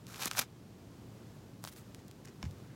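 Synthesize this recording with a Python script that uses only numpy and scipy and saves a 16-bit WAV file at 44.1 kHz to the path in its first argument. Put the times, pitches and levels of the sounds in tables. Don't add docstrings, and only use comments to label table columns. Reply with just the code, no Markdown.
import sys
import numpy as np
from scipy import signal
from scipy.fft import rfft, irfft
from scipy.io import wavfile
from scipy.ndimage import uniform_filter1d

SR = 44100
rng = np.random.default_rng(int(sys.argv[2]) if len(sys.argv) > 2 else 0)


def master(y):
    cut = np.clip(np.atleast_2d(y).T, -1, 1)
    pcm = np.round(cut * 32767)
    wavfile.write(sys.argv[1], SR, pcm.astype(np.int16))


N = 121275

# frequency in Hz, relative level in dB.
AIR_COLOUR = [(32, -28), (45, -16), (76, -9.5), (111, -3), (160, -4), (250, -9), (400, -13.5), (550, -19.5),
              (820, -23.5), (2000, -32.5), (4740, -35), (7500, -38), (9000, -41.5), (16000, -44)]
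ROOM_COLOUR = [(200, -16), (3000, 3), (14000, -15)]
# time of the peak, rise and fall, all in seconds, level in dB.
SLIDES = [(2.73, 0.11, .1, -67.5)]
BRUSHES = [(1.655, 0.024, 0.0099, -54.5), (1.685, 0.015, 0.012, -49.5), (1.732, 0.017, 0.008, -55.5),
           (1.776, 0.019, .035, -57)]
RUSTLES = [(1.993, 0.0087, 0.01, -62.5), (2.251, .003, 0.004, -54.5), (2.283, 0.021, 0.014, -59),
           (2.445, 0.026, 0.03, -59.5)]
BUMPS = [(0.39, 0.0076, 0.027, -51), (1.6, 0.11, 0.071, -54.5), (2.207, 0.0074, 0.0085, -50.5)]
# frequency in Hz, relative level in dB.
SLIDE_COLOUR = [(400, -6), (900, -16), (1500, 9), (2200, 2), (3200, -19), (8000, -33)]
BRUSH_COLOUR = [(300, -22), (1100, 4.5), (2500, 2), (5000, 2), (12000, 1), (16000, -1)]
RUSTLE_COLOUR = [(400, -2), (1000, 1), (2000, 11.5), (3500, -1.5), (6500, 6), (9000, -8), (16000, -14)]
BUMP_COLOUR = [(50, -28), (150, 12.5), (280, -2), (600, -9), (2000, -36)]
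# start in seconds, relative level in dB.
TAPS = [(2.4279, -37), (2.4395, -55), (2.4528, -49)]
# frequency in Hz, relative level in dB.
TAP_COLOUR = [(200, -5), (600, 12), (1030, 6), (1500, -21), (2270, -1.5), (4300, -6), (5500, -5),
              (8000, -10), (16000, -15)]
# frequency in Hz, relative level in dB, T60 in seconds.
THUMP_MODES = [(77, 2.5, 0.17), (97, -4.5, 0.36), (127, -7.5, 0.22), (152.5, -9, 0.3), (218, -3, 0.059),
               (307, -9.5, 0.054)]
KNOCK_MODES = [(1030, 1.5, 0.026), (1680, 2.5, 0.024), (2220, 6.5, 0.016), (3020, 5.5, 0.011),
               (3530, 2, 0.014), (5480, 6, 0.011), (7440, 0, 0.007)]
# start in seconds, level in dB over 1 ms, initial pitch in Hz.
PATS = [(0.3139, -34, 1790), (1.6406, -38, 1280), (1.6502, -37.5, 1220), (1.6744, -40, 1250)]
# start in seconds, level in dB over 1 ms, lower and upper band edges in Hz.
SNAPS = [(.068, -45.5, 2500, 8000), (0.1442, -41, 1200, 4000), (0.1593, -42.5, 2500, 6000),
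         (0.195, -42, 800, 1800), (0.2237, -34, 890, 7000), (0.2334, -31, 700, 7000),
         (0.2469, -34, 1800, 8000), (.2562, -32, 164, 350), (0.2572, -25, 4600, 13100),
         (0.2593, -38.5, 454, 2000), (0.2762, -43, 1500, 3000), (0.2771, -34, 650, 8000),
         (0.3128, -28, 1400, 7000), (0.3337, -39, 1800, 8000), (0.3509, -37, 1050, 1740),
         (0.37, -42, 1500, 8000), (0.3733, -39, 700, 5000), (0.382, -28, 796, 7060),
         (0.3919, -24.5, 1300, 12400), (0.3964, -28.5, 1300, 9700), (0.4132, -42, 1500, 11000),
         (0.4175, -34.5, 895, 3960), (1.64, -37.5, 4000, 15000), (1.6497, -38.5, 3270, 5100),
         (1.6666, -51, 7000, 15000), (1.675, -41.5, 3000, 4970), (1.7628, -51.5, 1300, 6000),
         (1.947, -43.5, 1380, 9400), (2.0819, -50.5, 3900, 15000), (2.1125, -49, 1800, 10000),
         (2.251, -54, 5000, 10000), (2.256, -49.5, 5500, 7500), (2.276, -53, 1400, 6000),
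         (2.5107, -52.5, 1000, 11000)]
# time in seconds, relative level in dB.
PEEL_ENVELOPE = [(.03, -90), (.08, -57), (.1, -53), (.15, -53), (.172, -50), (.192, -48.5), (0.222, -37),
                 (.243, -43), (.268, -40), (0.279, -34.5), (.288, -56), (.325, -50), (0.356, -50.5),
                 (.372, -35.5), (.379, -35.5), (.389, -29), (0.3968, -25.5), (0.4, -40), (.409, -42.5),
                 (0.415, -35.5), (0.438, -53), (.455, -63)]
# frequency in Hz, relative level in dB.
PEEL_COLOUR = [(120, 1), (330, -6.5), (520, -1), (640, -4.5), (810, .5), (1000, -3), (1200, -0.5),
               (1530, -1), (2050, -8), (2480, -3.5), (3050, -10), (3600, -4.5), (4600, -7), (5500, -5),
               (7800, -7), (8600, -9.5), (13000, -5.5), (16000, -12)]

SKIN_LAG_S = .0013


def undb(db):
    return 10 ** (np.asarray(db) / 20)


def unit(x):
    return x / np.sqrt(np.mean(x ** 2))


def colour(x, points):
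    hz, db = np.array(points).T
    f = np.maximum(np.fft.rfftfreq(len(x), 1 / SR), 1)
    return irfft(rfft(x) * undb(np.interp(np.log(f), np.log(hz), db)), len(x))


def drift(knots_per_s):
    knots = rng.standard_normal(1024)
    return np.interp(np.arange(N) / SR * knots_per_s, np.arange(len(knots)), knots)


def add(out, start, x):
    i = max(int(start * SR), 0)
    out[i:i + len(x)] += x[:max(N - i, 0)]


def burst(x, db):
    return x * undb(db) * np.sqrt(SR / 1000 / np.sum(x ** 2))


def chirp(low_hz, high_hz, lag_s, body_gain=0, body_hz=486):
    f = np.maximum(np.fft.rfftfreq(2048, 1 / SR), 1)
    highpass = 1 / np.sqrt(1 + (low_hz / f) ** 8)
    body = body_gain / np.sqrt(1 + (body_hz / f) ** 8)
    gain = np.maximum(highpass, body) / np.sqrt(1 + (f / high_hz) ** 5)
    phase_cycles = lag_s * 1000 * np.log(f) + f * 4 / SR
    return irfft(gain * np.exp(-2j * np.pi * phase_cycles))[:1024]


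def rings(t, modes, rise_cycles):
    out = np.zeros(N)
    for hz, db, t60 in modes:
        onset = 1 - np.exp(-(t * hz / rise_cycles) ** 2)
        out += undb(db - 60 * t / t60) * np.sin(2 * np.pi * hz * t) * onset
    return out


def friction(t, strokes, spectrum, rough_db):
    swell = sum(undb(db) * np.exp(-((t - peak) / np.where(t < peak, rise, fall)) ** 2)
                for peak, rise, fall, db in strokes)
    roughness = unit(uniform_filter1d(rng.standard_normal(N), size=40))
    catches = undb(rough_db * np.tanh(roughness))
    return swell * unit(colour(rng.standard_normal(N) * catches, spectrum))


def ventilation(t, air_db=-53, hum_hz=114.7, hum_db=-61.5):
    air = unit(colour(rng.standard_normal(N), AIR_COLOUR)) * undb(air_db + 1.1 * drift(4.23))
    hum = np.sin(2 * np.pi * hum_hz * t + drift(8.97)) * undb(2.5 * drift(7.55))
    return air + undb(hum_db) * unit(hum)


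def room(x, t, t60_s=.17, tail_db=-26, wall_s=.0038, wall_db=-19.5):
    tail = colour(rng.standard_normal(N), ROOM_COLOUR)
    tail *= undb(-60 * t / t60_s) * (t > wall_s)
    response = undb(tail_db) * tail / np.sqrt(np.sum(tail ** 2))
    add(response, wall_s, undb([wall_db]))
    return x + signal.fftconvolve(x, response)[:N]


def arm(t):
    return friction(t, SLIDES, SLIDE_COLOUR, rough_db=6)


def hands(t):
    brushes = friction(t, BRUSHES, BRUSH_COLOUR, rough_db=4.5)
    return brushes + friction(t, RUSTLES, RUSTLE_COLOUR, rough_db=12)


def table(t, thump_s=2.4285):
    out = np.zeros(N)
    click = colour(chirp(low_hz=300, high_hz=14000, lag_s=.0016), TAP_COLOUR)
    knock = rings(t, KNOCK_MODES, rise_cycles=.74)
    for start, db in TAPS:
        add(out, start, burst(click, db - 4))
        add(out, start, burst(knock, db + .5))
    thump = rings(t, THUMP_MODES, rise_cycles=1.23)
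    add(out, thump_s, undb(-28) * thump)
    return out


def bumps(t):
    return friction(t, BUMPS, BUMP_COLOUR, rough_db=-2.5)


def pats(t, decay_s=.00027, sag_s=.0031):
    out = np.zeros(N)
    for start, db, hz in PATS:
        cycles = hz * sag_s * (1 - np.exp(-t / sag_s))
        ring = np.sin(2 * np.pi * cycles) * t * np.exp(-t / decay_s)
        add(out, start, burst(ring, db))
    return out


def snaps():
    out = np.zeros(N)
    tilt = [(250, 0), (16000, -6)]
    for start, db, low_hz, high_hz in SNAPS:
        snap = chirp(low_hz, high_hz, SKIN_LAG_S, body_gain=undb(-17))
        add(out, start, burst(colour(snap, tilt), db))
    return out


def crinkles(t, per_s=420, low_hz=890, high_hz=8800, decay_cycles=2.6, spread_db=9):
    out, age = np.zeros(N), t[:1024]
    for when, pitch, size in rng.random((int(per_s * t[-1]), 3)):
        hz = low_hz + (high_hz - low_hz) * pitch
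        ring = np.sin(2 * np.pi * hz * age) * np.exp(-age * hz / decay_cycles)
        add(out, when * t[-1], burst(ring, spread_db * size))
    return unit(out)


def breaks(per_s=3000, spread_db=5, low_hz=607, high_hz=9000, registers=7):
    out = np.zeros(N)
    for octave in np.linspace(-1, 1, registers):
        hits = rng.random(N) < per_s / registers / SR
        sizes = undb(spread_db * np.clip(rng.standard_normal(N), -2, 1.5))
        signs = rng.choice([-1, 1], N)
        grain = chirp(low_hz * 2 ** octave, high_hz * 2 ** octave, SKIN_LAG_S)
        out += signal.fftconvolve(hits * sizes * signs, grain)[:N]
    return unit(out)


def peel(t, crinkle_db=-6.5, fizz_db=-7, gain_db=-1):
    grains = breaks() + undb(crinkle_db) * crinkles(t)
    fizz = undb(fizz_db) * rng.standard_normal(N)
    crackle = unit(colour(grains + fizz, PEEL_COLOUR))
    times, db = np.array(PEEL_ENVELOPE).T
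    return crackle * undb(gain_db + np.interp(t, times, db, left=-np.inf, right=-np.inf))


def scene():
    t = np.arange(N) / SR
    toy = peel(t) + snaps() + pats(t) + bumps(t)
    direct = toy + hands(t) + arm(t) + table(t)
    return (room(direct, t) + ventilation(t))[None]


def record(dry):
    low_cut = signal.butter(3, 37, "high", fs=SR, output="sos")
    high_cut = signal.ellip(10, .2, 80, 16200, fs=SR, output="sos")
    return signal.sosfilt(high_cut, signal.sosfilt(low_cut, dry))


dry = scene()
out = record(dry)
master(out)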